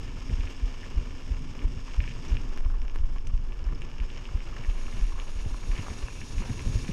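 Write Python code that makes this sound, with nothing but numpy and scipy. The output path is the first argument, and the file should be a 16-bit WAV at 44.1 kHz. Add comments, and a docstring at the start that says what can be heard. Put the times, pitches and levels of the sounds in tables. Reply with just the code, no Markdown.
"""Mountain bike on a dirt trail

Close perspective, mono: the microphone is in a camera in a plastic case on the rider's chest.
Wind buffets the case; below, tyre knobs hum, grit crunches, chain and cables clack and stones knock.
Each wheel turn thumps the frame. Late on the rider coasts over rougher ground: the freewheel
sizzles and the brake rasps briefly."""
import sys
import numpy as np
from scipy import signal
from scipy.fft import rfft, irfft
from scipy.io import wavfile
from scipy.ndimage import uniform_filter1d

SR = 44100
rng = np.random.default_rng(int(sys.argv[2]) if len(sys.argv) > 2 else 0)


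def unload_audio(sound):
    """Save the sound as a 16-bit wav file, at the path given as the first command line argument."""
    columns = np.transpose(np.atleast_2d(sound))
    # keep every value between -1 and 1, then stretch to whole-number steps
    steps = np.round(np.clip(columns, -1, 1) * 32767)
    wavfile.write(sys.argv[1], SR, steps.astype(np.int16))


N = 305172
TIME = np.arange(N) / SR
HIT_TIME = TIME[:SR // 4]  # time within one impact
FREQ = np.maximum(np.arange(N // 2 + 1) * SR / N, 1)
WHEEL_HZ, FIRST_THUMP_S, COAST_FROM_S = 2.963, .631, 4.61


def undb(db):
    """Decibels to gain."""
    return 10 ** (np.asarray(db) / 20)


def causal(x, db):
    """Minimum-phase filter with the given gain at each frequency."""
    cepstrum = irfft(np.log(undb(db)), N)
    cepstrum[1:N // 2] *= 2
    cepstrum[N // 2 + 1:] = 0
    return irfft(rfft(x) * np.exp(rfft(cepstrum)), N)


def colour(x, points):
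    """Filter a sound by a curve of (Hz, dB) points."""
    hz, db = np.transpose(points)
    return causal(x, np.interp(np.log(FREQ), np.log(hz), db))


def unit(x, lo_hz, hi_hz):
    """Scale a sound to rms 1 within a band."""
    return x / np.std(irfft(rfft(x) * ((FREQ > lo_hz) & (FREQ < hi_hz)), N))


def walk(rate_hz):
    """Smooth random wandering with spread 1."""
    y = irfft(rfft(rng.standard_normal(N)) * np.exp(-(FREQ / rate_hz) ** 2), N)
    return y / y.std()


def steady(x, window_s):
    """Take the slow swells out of a noise."""
    return x / np.sqrt(uniform_filter1d(x ** 2, max(int(window_s * SR), 2)) + 1e-12)


def grains(per_s, spread_db):
    """Random tiny impacts; a spread makes a few of them larger. Rms 1."""
    size = undb(spread_db * np.minimum(rng.exponential(size=N), 6))
    y = (rng.random(N) < per_s / SR) * size * rng.choice([-1, 1], N)
    return y / y.std()


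def fade(t60):
    """A quarter second of exponential decay."""
    return np.exp(-np.log(1000) * HIT_TIME / t60)


def ring(hz, t60):
    """One struck mode."""
    return np.sin(2 * np.pi * hz * HIT_TIME) * fade(t60)


def excite(force, response):
    """Drive a resonance, scaled to unit energy, with a force."""
    return signal.fftconvolve(force, response / np.linalg.norm(response))[:len(response)]


def add(out, s, sound):
    """Mix a sound in at a time."""
    i = max(int(s * SR), 0)
    out[i:i + len(sound)] += sound[:max(N - i, 0)]


def curve(table, column=1):
    """One column of a table of (s, value, ..) rows, joined by straight lines in time."""
    columns = np.transpose(table)
    return np.interp(TIME, columns[0], columns[column])


def swell(middle_s, length_s):
    """A smooth rise from 0 to 1 and back."""
    return np.cos(np.pi * np.clip((TIME - middle_s) / length_s, -.5, .5)) ** 2


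def each_turn(lag_s, width_s):
    """A bell from 0 to 1 and back once a wheel turn, at a set lag from the thump."""
    turns = (TIME - FIRST_THUMP_S - lag_s) * WHEEL_HZ
    return np.exp(-((turns - np.round(turns)) / WHEEL_HZ / width_s) ** 2)


def coasting():
    """0 while the rider pedals, rising to 1 as the cranks stop."""
    return np.clip((TIME - COAST_FROM_S) / .12, 0, 1)


# chest mount swaying, and air on the case, right at the microphone: (time [s], level [dB])
SWAY_LEVELS = [(0.0, -38.5), (2.3, -36), (2.6, -26.5), (3.35, -30), (3.8, -35.5), (4.4, -38), (4.8, -30.5),
               (5.55, -33), (5.85, -41), (6.9, -38.5)]
BUFFET_LEVELS = [(0.0, -44), (0.55, -50), (1.2, -47.5), (2.4, -44), (2.8, -51), (3.4, -47.5), (5.25, -50.5),
                 (6.0, -47), (6.9, -43.5)]
# their spectra: (frequency [Hz], level [dB])
SWAY_SPECTRUM = [(8, -17), (17, 2), (23, 0), (32, -7.5), (42, -18), (70, -32), (200, -98.5), (1000, -130)]
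BUFFET_SPECTRUM = [(15, -22.5), (35, 6.5), (70, 8), (130, 2), (200, -9), (320, -12.5), (500, -24.5),
                   (1000, -43), (4000, -62)]
def wind(lull_db=-6, flutter_db=2.5):
    """The mount sways and eddies buffet the case; both dip briefly once a wheel turn."""
    sway = unit(steady(colour(rng.standard_normal(N), SWAY_SPECTRUM), 0.057), 20.2, 26.9)
    eddies = unit(steady(colour(rng.standard_normal(N), BUFFET_SPECTRUM), 0.078), 101.4, 260)
    sway_db = curve(SWAY_LEVELS) - 2 + each_turn(lag_s=0.011, width_s=0.067)
    buffet_db = curve(BUFFET_LEVELS) - 1 + flutter_db * walk(11.7)
    lulls = undb(lull_db * each_turn(lag_s=-0.1, width_s=0.021))
    return (sway * undb(sway_db) + eddies * undb(buffet_db)) * lulls


# tread hum from down on the trail: (time [s], level [dB])
HUM_LEVELS = [(0.0, -47), (1.1, -46.5), (1.7, -43), (2.1, -56.5), (2.45, -48), (2.9, -55.5), (5.3, -60.5),
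              (5.8, -50.5), (6.15, -53.5), (6.9, -45)]
def tyre_knobs(knob_count=88, gain_db=-5.5, flutter_db=2.5):
    """Tread knobs hum as they meet the uneven dirt."""
    knob_hz = knob_count * WHEEL_HZ * (1 + .05 * walk(35))
    hum = np.sin(2 * np.pi * np.cumsum(knob_hz) / SR) * undb(flutter_db * walk(34))
    return hum / hum.std() * undb(curve(HUM_LEVELS) + gain_db)


# coarseness of the trail under the wheels: (time [s], roar level [dB], crunch level [dB])
GROUND = [(0.0, -59, -58), (0.42, -56.5, -53), (1.08, -57.5, -55.5), (1.83, -60, -57.5), (2.12, -57, -55.5),
          (2.41, -58, -57), (2.56, -54, -56), (2.66, -60, -63.5), (2.99, -59.5, -61), (3.26, -61, -62.5),
          (3.64, -58, -59.5), (4.12, -58, -56), (5.01, -55.5, -54.5), (5.2, -59, -57), (5.57, -57, -57.5),
          (5.79, -54.5, -51.5), (5.86, -53, -54), (6.15, -58, -57), (6.51, -54.5, -55),
          (6.92, -56.5, -52.5)]
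# tread scraping over loose ground: (middle [s], length [s], crunch lift [dB], roar lift [dB])
SCRAPES = [(0.07, 0.1, 5, 1), (1.623, 0.3, -1, 3.5), (1.926, 0.17, 6.5, 2.5), (2.094, 0.1, 7.5, -2.5),
           (2.296, 0.23, 8, 4.5), (4.165, 0.13, 7, 1.5), (4.57, .22, 2, 2.5), (5.072, .07, 6.5, 1),
           (5.21, 0.24, 1, 4), (5.395, 0.069, 7.5, 1.5), (5.775, 0.1, 3, 1.5), (6.41, 0.13, 2, 2)]
# spectra of packed dirt and loose grit: (frequency [Hz], level [dB])
ROAR_SPECTRUM = [(100, -8), (240, 4.5), (330, 5.5), (450, 2.5), (560, 2.5), (670, -2), (1000, 2),
                 (1400, -2), (2000, -17), (4000, -39), (12000, -31.5)]
CRUNCH_SPECTRUM = [(500, -16), (1200, -18.5), (1700, -7), (2400, -1.5), (3000, 1), (3600, -9), (4400, -8.5),
                   (7000, -12), (14000, -80)]
def gravel(patchy_db=2.0, even_s=.025):
    """Packed dirt roars and loose grit crunches, in patches that swell where the tread scrapes."""
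    patches = undb(patchy_db * walk(45))
    roar = steady(colour(grains(per_s=5000, spread_db=1.58), ROAR_SPECTRUM), even_s) * patches
    crunch = steady(colour(grains(per_s=700, spread_db=0), CRUNCH_SPECTRUM), even_s) * patches
    roar_db = curve(GROUND) + 2
    crunch_db = curve(GROUND, column=2) - 0.12
    for s, length, crunch_lift, roar_lift in SCRAPES:
        roar_db += roar_lift * swell(s, length)
        crunch_db += crunch_lift * swell(s, length)
    return unit(roar, 770, 1460) * undb(roar_db) + unit(crunch, 1840, 4300) * undb(crunch_db)


# resonances of the tyre casing: (frequency [Hz], width [Hz], level [dB])
CASING_MODES = [(233.4, 26.7, -0.5), (369.5, 77, -8.5), (453.2, 23.7, -5.5)]
def tyre_casing(gain_db=2.0, patchy_db=1.0):
    """The ground sets the tyre casing droning."""
    power = sum(undb(db) ** 2 / (1 + ((FREQ - hz ** 2 / FREQ) / width) ** 2) ** 2
                for hz, width, db in CASING_MODES)
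    drone = causal(rng.standard_normal(N), 10 * np.log10(power))
    return drone / drone.std() * undb(curve(GROUND) + gain_db + patchy_db * walk(30))


# chain running by the rider's feet: (time [s], level [dB])
WHIR_LEVELS = [(0.0, -59), (0.3, -57.5), (1.4, -60), (2.3, -58), (2.56, -62), (2.63, -65), (3.45, -65.5),
               (3.75, -64.5), (4.2, -60), (4.65, -60.5)]
# its spectrum: (frequency [Hz], level [dB])
WHIR_SPECTRUM = [(2000, -9), (3500, 6), (4200, -7), (4700, 3), (5300, 10), (5700, 5), (6100, -2),
                 (7200, -4), (8500, -5.5), (10500, -20), (12500, -19), (14000, -39)]
def chain_whir(gain_db=3, flicker_db=1.56):
    """Dusty links whir over the sprockets until the pedalling stops."""
    whir = colour(grains(per_s=1800, spread_db=0.5), WHIR_SPECTRUM) * undb(flicker_db * walk(53))
    return unit(whir, 4000, 6800) * undb(curve(WHIR_LEVELS) + gain_db) * np.sqrt(1 - coasting())


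# the louder snaps down at the tread: (time [s], level [dB])
SNAPS = [(1.3193, -40), (1.6803, -42), (2.583, -39), (2.6497, -41), (2.818, -38), (2.881, -38),
         (2.898, -39), (2.987, -41.5), (3.1838, -39.5), (3.3772, -42.5), (3.5923, -43), (3.8893, -43),
         (3.9153, -40), (3.9827, -39), (5.012, -38)]
# spectrum of a snap: (frequency [Hz], level [dB])
SNAP_SPECTRUM = [(400, -23), (1500, 6), (3000, 9), (4200, -11.5), (5500, 12), (7000, -14), (14000, -28)]
def pebbles(faint_per_s=70, over_crunch_db=7.5, spread_db=2.0, hz=3500, t60=0.0011, gain_db=6):
    """Small stones snap off the tread: a few loud, many faint ones that are louder on coarse ground."""
    pulse = np.pad(fade(t60), (0, N - len(HIT_TIME))) * np.cos(2 * np.pi * hz * TIME)
    snap = colour(pulse, SNAP_SPECTRUM)[:SR // 50]
    snap /= abs(snap).max()
    out, crunch_db = np.zeros(N), curve(GROUND, column=2)
    for s, db in SNAPS:
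        add(out, s, undb(db + gain_db) * snap)
    for when, size in rng.random((int(faint_per_s * N / SR), 2)):
        db = crunch_db[int(when * N)] + over_crunch_db + spread_db * min(-np.log(size), 3)
        add(out, when * N / SR, undb(db) * snap)
    return out


# ruts felt at the chest harness: (time [s], level [dB])
RUTS = [(0.296, -24), (3.718, -34), (4.593, -30.5), (4.938, -30.5), (5.46, -25), (5.791, -23.5),
        (5.903, -24.5), (6.401, -30), (6.498, -20), (6.657, -23), (6.695, -24), (6.753, -21.5),
        (6.891, -22.5)]
# spectrum of the harness rumble: (frequency [Hz], level [dB])
JOLT_SPECTRUM = [(30, -11), (80, 15), (150, 3), (230, -4), (320, -14.5), (500, -17.5), (900, -30),
                 (3000, -85)]
def harness_jolts(t60=0.12, rise_s=0.0072, thump_share_db=-17, lead_s=0.023):
    """Ruts shake the harness into a short, dull rumble; each frame thump stirs it a little too."""
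    rumble = unit(steady(colour(rng.standard_normal(N), JOLT_SPECTRUM), 0.0143), 57.0, 325)
    jolt = fade(t60) * np.minimum(HIT_TIME / rise_s, 1)
    stir = np.sin(np.pi * np.minimum(HIT_TIME / (3 * lead_s), 1)) ** 2
    shaking = np.zeros(N)
    for s, db in RUTS:
        add(shaking, s - .004, undb(db) * jolt)
    for s, db, hard_db in frame_blows():
        add(shaking, s - lead_s, undb(db + hard_db + thump_share_db) * stir)
    return shaking * rumble


def faint_hits(per_s, db, hz, detune=0.19):
    """Random rows of (time [s], level [dB], ring [Hz]), stronger where the trail is coarse."""
    when, _, pitch = rng.random((int(per_s * N / SR), 3)).T
    crunch_db = curve(GROUND, column=2)
    levels = db + (crunch_db - crunch_db.mean())[(when * N).astype(int)] / 2
    return list(zip(when * N / SR, levels, hz * (1 + detune * (2 * pitch - 1))))


# chain and cables on the frame, just below the microphone: (time [s], level [dB], ring [Hz])
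SLAPS = [(0.296, -35.5, 2140), (0.4078, -32, 2780), (0.474, -32, 2640), (0.5118, -36, 2600),
         (0.832, -36, 1910), (0.841, -36, 1900), (1.592, -32.5, 2840), (1.6182, -36.5, 2260),
         (1.8804, -38, 1900), (2.004, -24, 2520), (2.04, -32, 2310), (2.0776, -29, 2450),
         (2.112, -32, 2600), (2.3695, -26, 2670), (3.27, -35, 2800), (3.5218, -36, 2600),
         (3.688, -39, 1600), (3.8193, -28, 2720), (4.0013, -30.5, 2620), (4.102, -32.5, 3080),
         (4.2543, -30, 2900), (4.4046, -34, 2350), (4.5657, -33.5, 1770), (4.6384, -35, 2220),
         (4.6482, -33, 2020), (4.699, -33.5, 2970), (4.781, -38, 2300), (4.8663, -37, 2600),
         (4.9272, -34, 2340), (5.1995, -27.5, 2900), (5.7163, -33.5, 2210), (5.902, -33, 2340),
         (6.0842, -35, 1640), (6.2158, -31.5, 2330), (6.3824, -32, 2450), (6.497, -34.5, 1820),
         (6.594, -29, 2550), (6.8806, -30, 2420)]
# quick runs of slaps over bumps: (start [s], length [s], level [dB])
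RATTLES = [(5.754, .05, -35), (5.91, .03, -43), (6.392, .04, -39.5), (6.765, .025, -42)]
def clacks(t60=0.0031, gain_db=8, contact_s=0.00016, chatter_db=-29, chatter_t60=0.12, gap_s=.008):
    """Chain and cables hit the frame: a hard, well-damped slap, then the loose part chatters."""
    runs = [(s, db) for start, length, db in RATTLES for s in np.arange(start, start + length, gap_s)]
    scatter = rng.uniform(-1, 1, (len(runs), 3))
    rattles = [(s + gap_s * late / 2, db + 3 * size, 2350 * (1 + 0.17 * pitch))
               for (s, db), (late, size, pitch) in zip(runs, scatter)]
    out = np.zeros(N)
    for s, db, hz in SLAPS + rattles + faint_hits(per_s=2.1, db=-41, hz=2500):
        slap = ring(hz, t60) * (1 - np.exp(-HIT_TIME / contact_s))
        chatter = excite(rng.standard_normal(len(slap)) * fade(chatter_t60), slap)
        add(out, s, undb(db + gain_db) * (slap + undb(chatter_db) * chatter))
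    return out


# strength of the wheel's thump along the trail: (time [s], level [dB], hardness [dB])
WHEEL_FORCE = [(.63, -20.5, -9), (1.0, -20.5, 0), (1.6, -22, -7), (2.0, -19, 1.5), (2.33, -19, 0.5),
               (2.66, -24.5, -2.5), (3.0, -25.5, 0), (3.35, -22.5, -6), (3.68, -21.5, -14),
               (4.0, -25, -1.5), (4.35, -24.5, 2), (4.7, -24.5, -5.5), (5.03, -22.5, -18), (5.37, -26, -7),
               (5.7, -22, -11), (6.05, -28, -4), (6.4, -25.5, -6)]
# humps in the trail, out of step with the wheel: (time [s], level [dB], hardness [dB])
HUMPS = [(0.328, -21, -3.5), (0.388, -23.5, -5.5), (0.44, -32.5, 5), (3.029, -24, -12), (5.525, -26, -23),
         (6.657, -23, 2), (6.745, -24, 2.5)]
def frame_blows(turn_count=18):
    """Rows of (time [s], level [dB], hardness [dB]): one for each wheel turn and each hump."""
    times = FIRST_THUMP_S + np.arange(turn_count) / WHEEL_HZ
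    s, db, hard_db = np.transpose(WHEEL_FORCE)
    return list(zip(times, np.interp(times, s, db), np.interp(times, s, hard_db))) + HUMPS


# modes of the frame and fork under the rider: (frequency [Hz], t60 [s], level [dB])
FRAME_MODES = [(31, .09, 0), (54, .054, -2), (78, .068, -8)]
def frame_thumps(gain_db=6.0, lead_s=.010, detune=.04):
    """The soft tyre swings the frame: its modes swell, then fade; hard blows favour the upper ones."""
    out, blows = np.zeros(N), frame_blows()
    for (s, db, hard_db), pitch in zip(blows, rng.standard_normal((len(blows), len(FRAME_MODES)))):
        body = 0
        for k, (hz, t60, mode_db) in enumerate(FRAME_MODES):
            mode = (HIT_TIME / t60) ** 2 * ring(hz * (1 + detune * pitch[k]), t60)
            # neighbouring modes start in opposite directions
            body -= (-1) ** k * undb(mode_db + hard_db * (k > 0)) * mode
        add(out, s - lead_s, undb(db + gain_db) * body / abs(body).max())
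    return out


# stones under the tyres: (time [s], level [dB], ring [Hz], t60 [s])
STONES = [(1.072, -37, 1020, .012), (1.881, -36, 1070, 0.013), (2.66, -35.5, 1040, 0.019),
          (2.7005, -40, 1030, .025), (2.739, -41.5, 1110, 0.041), (3.161, -38, 1040, 0.037),
          (3.724, -32.5, 1130, 0.011), (4.2905, -32.5, 1250, 0.009), (4.526, -34, 1230, 0.014),
          (4.881, -34.5, 1200, 0.012), (5.121, -38, 1080, 0.044), (5.157, -41, 1070, 0.024),
          (5.19, -38, 1150, 0.019), (5.544, -37.5, 1060, 0.023), (5.638, -37.5, 1100, 0.022),
          (5.731, -33.5, 1000, 0.015), (5.848, -38, 990, .012), (5.865, -31, 1210, 0.023),
          (5.8832, -20.5, 960, 0.0069), (6.084, -36, 1010, 0.013), (6.215, -34, 990, 0.006)]
def stone_knocks(gain_db=0.55, grind_db=-6, bounce_db=-12, contact_s=0.00018):
    """A stone gives a hollow knock, grinds on the dirt and rocks back a few milliseconds later."""
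    out = np.zeros(N)
    stones = STONES + [(*hit, .014) for hit in faint_hits(per_s=1.8, db=-46.0, hz=1070)]
    bounce_lags = rng.uniform(.004, .008, len(stones))
    attack = 1 - np.exp(-HIT_TIME / contact_s)
    for (s, db, hz, t60), lag in zip(stones, bounce_lags):
        grind = excite(rng.standard_normal(len(HIT_TIME)), ring(hz, t60=.004)) * fade(t60)
        knock = undb(db + gain_db) * (ring(hz, t60) + undb(grind_db) * grind) * attack
        add(out, s, knock)
        add(out, s + lag, undb(bounce_db) * knock)
    return out


# single chain links down at the sprockets: (time [s], level [dB])
LINK_CLICKS = [(2.23, -44), (2.284, -38), (2.562, -44), (3.6417, -43), (3.7493, -41.5), (4.1775, -40.5)]
def link_clicks(hz=5400, t60=0.017, gain_db=3, detune=0.063):
    """A link catches on a tooth and gives a thin metallic click."""
    out = np.zeros(N)
    for (s, db), pitch in zip(LINK_CLICKS, rng.standard_normal(len(LINK_CLICKS))):
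        add(out, s, undb(db + gain_db) * ring(hz * (1 + detune * pitch), t60))
    return out


# the camera mount cracking, right at the microphone: (time [s], level [dB])
MOUNT_CRACKS = [(2.576, -27), (2.6073, -36), (2.9598, -28.5)]
def mount_cracks(edge_s=.00002, decay_s=0.00034):
    """Strain builds in the mount and lets go at once: a single sharp step."""
    out, t = np.zeros(N), TIME[:SR // 100] - TIME[SR // 200]
    step = np.tanh(t / edge_s) * np.exp(-abs(t) / decay_s)
    for s, db in MOUNT_CRACKS:
        add(out, s + t[0], undb(db) * step)
    return out


# treble of three slaps on the frame: (time [s], level [dB])
ZINGS = [(3.272, -46.5), (3.819, -52), (4.565, -55)]
# spectrum of a zing: (frequency [Hz], level [dB])
ZING_SPECTRUM = [(2500, -10), (6000, 10), (10300, 1), (11500, -26)]
def slap_zings(t60=0.013, gain_db=6):
    """A brief bright zing on top of some chain and cable slaps."""
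    out = np.zeros(N)
    for s, db in ZINGS:
        add(out, s, undb(db + gain_db) * fade(t60) * rng.choice([-1, 1], len(HIT_TIME)))
    return colour(out, ZING_SPECTRUM)


# freewheel in the rear hub, behind the microphone: (time [s], level [dB])
SIZZLE_LEVELS = [(4.7, -63.5), (4.93, -60.5), (5.2, -64), (5.6, -62), (5.78, -59), (6.2, -58.5), (6.5, -58),
                 (6.9, -57)]
# spectrum of the ratchet: (frequency [Hz], level [dB])
RATCHET_SPECTRUM = [(1500, -16.5), (3400, 10.5), (4400, 9), (5400, 11), (6300, 7), (7500, 2), (10000, 4),
                    (11200, -20.5), (13300, -17), (14200, -41)]
# modes struck by the pawls: (frequency [Hz], t60 [s], level [dB])
HUB_MODES = [(2440, 0.017, 4), (2680, 0.027, 12.5), (3780, .02, 10), (4320, .014, 11), (5030, 0.013, 7),
             (5640, 0.013, 16.5), (6050, 0.033, 4), (6550, 0.034, 0), (6640, 0.07, 3.5), (6950, 0.022, 4),
             (9000, .04, -6), (9920, .04, 1), (10476, 0.056, -5)]
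def freewheel(tooth_count=72, ring_gain=undb(-22) / 4, flicker_db=1.27):
    """Pawls drop over the ratchet teeth once the pedalling stops, and the hub rings."""
    tooth_hz = tooth_count * WHEEL_HZ * (1 + 0.036 * walk(30))
    tooth_phase = np.cumsum(tooth_hz) / SR % 1
    clicks = rng.standard_normal(N) * np.exp(-tooth_phase) * undb(flicker_db * walk(35))
    hub = sum(undb(db) * ring(hz, t60) for hz, t60, db in HUB_MODES)
    sizzle = colour(clicks, RATCHET_SPECTRUM) + ring_gain * signal.fftconvolve(clicks, hub)[:N]
    return unit(sizzle, 7460, 10020) * undb(curve(SIZZLE_LEVELS)) * np.sqrt(coasting())


# brake pads brushing the rotor, down at the wheel: (middle [s], length [s], level [dB])
PAD_TOUCHES = [(6.088, .14, -52), (6.21, 0.21, -54)]
def brake(hz=2650, wander=0.0505, flutter_db=4):
    """The rotor rasps at a wavering pitch while the pads touch it."""
    rasp_hz = hz * (1 + wander * walk(250))
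    rasp = np.sin(2 * np.pi * np.cumsum(rasp_hz) / SR) * undb(flutter_db * walk(120))
    return rasp / rasp.std() * sum(undb(db) * swell(s, length) for s, length, db in PAD_TOUCHES)


def scene():
    """Bike, trail, mount and wind as they arrive at the rider's chest."""
    bike = frame_thumps() + harness_jolts() + tyre_knobs() + tyre_casing()
    bike += chain_whir() + link_clicks() + clacks() + freewheel() + brake()
    trail = gravel() + pebbles() + stone_knocks()
    return (bike + slap_zings() + trail + mount_cracks() + wind())[None]


# resonances of the plastic case around the microphone: (frequency [Hz], width [Hz], lift [dB])
CASE_MODES = [(1070, 290, 2.5), (1743, 290, 9), (1900, 170, -2.5), (2280, 360, 6.5), (2805, 274, 4.5),
              (6504, 245, 8), (9950, 560, 1)]
def record(dry, wall_db=-5, wall_hz=700, top_hz=14100):
    """The closed case muffles all but the bass and adds its own resonances; the top is cut."""
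    muffle_db = wall_db * FREQ ** 2 / (FREQ ** 2 + wall_hz ** 2)
    modes_db = sum(lift / (1 + (2 * (FREQ - hz) / width) ** 2) for hz, width, lift in CASE_MODES)
    lowpass = signal.ellip(8, .2, 70, top_hz, fs=SR, output="sos")
    return signal.sosfilt(lowpass, causal(dry[0], muffle_db + modes_db))[None]


dry = scene()
out = record(dry)
unload_audio(out)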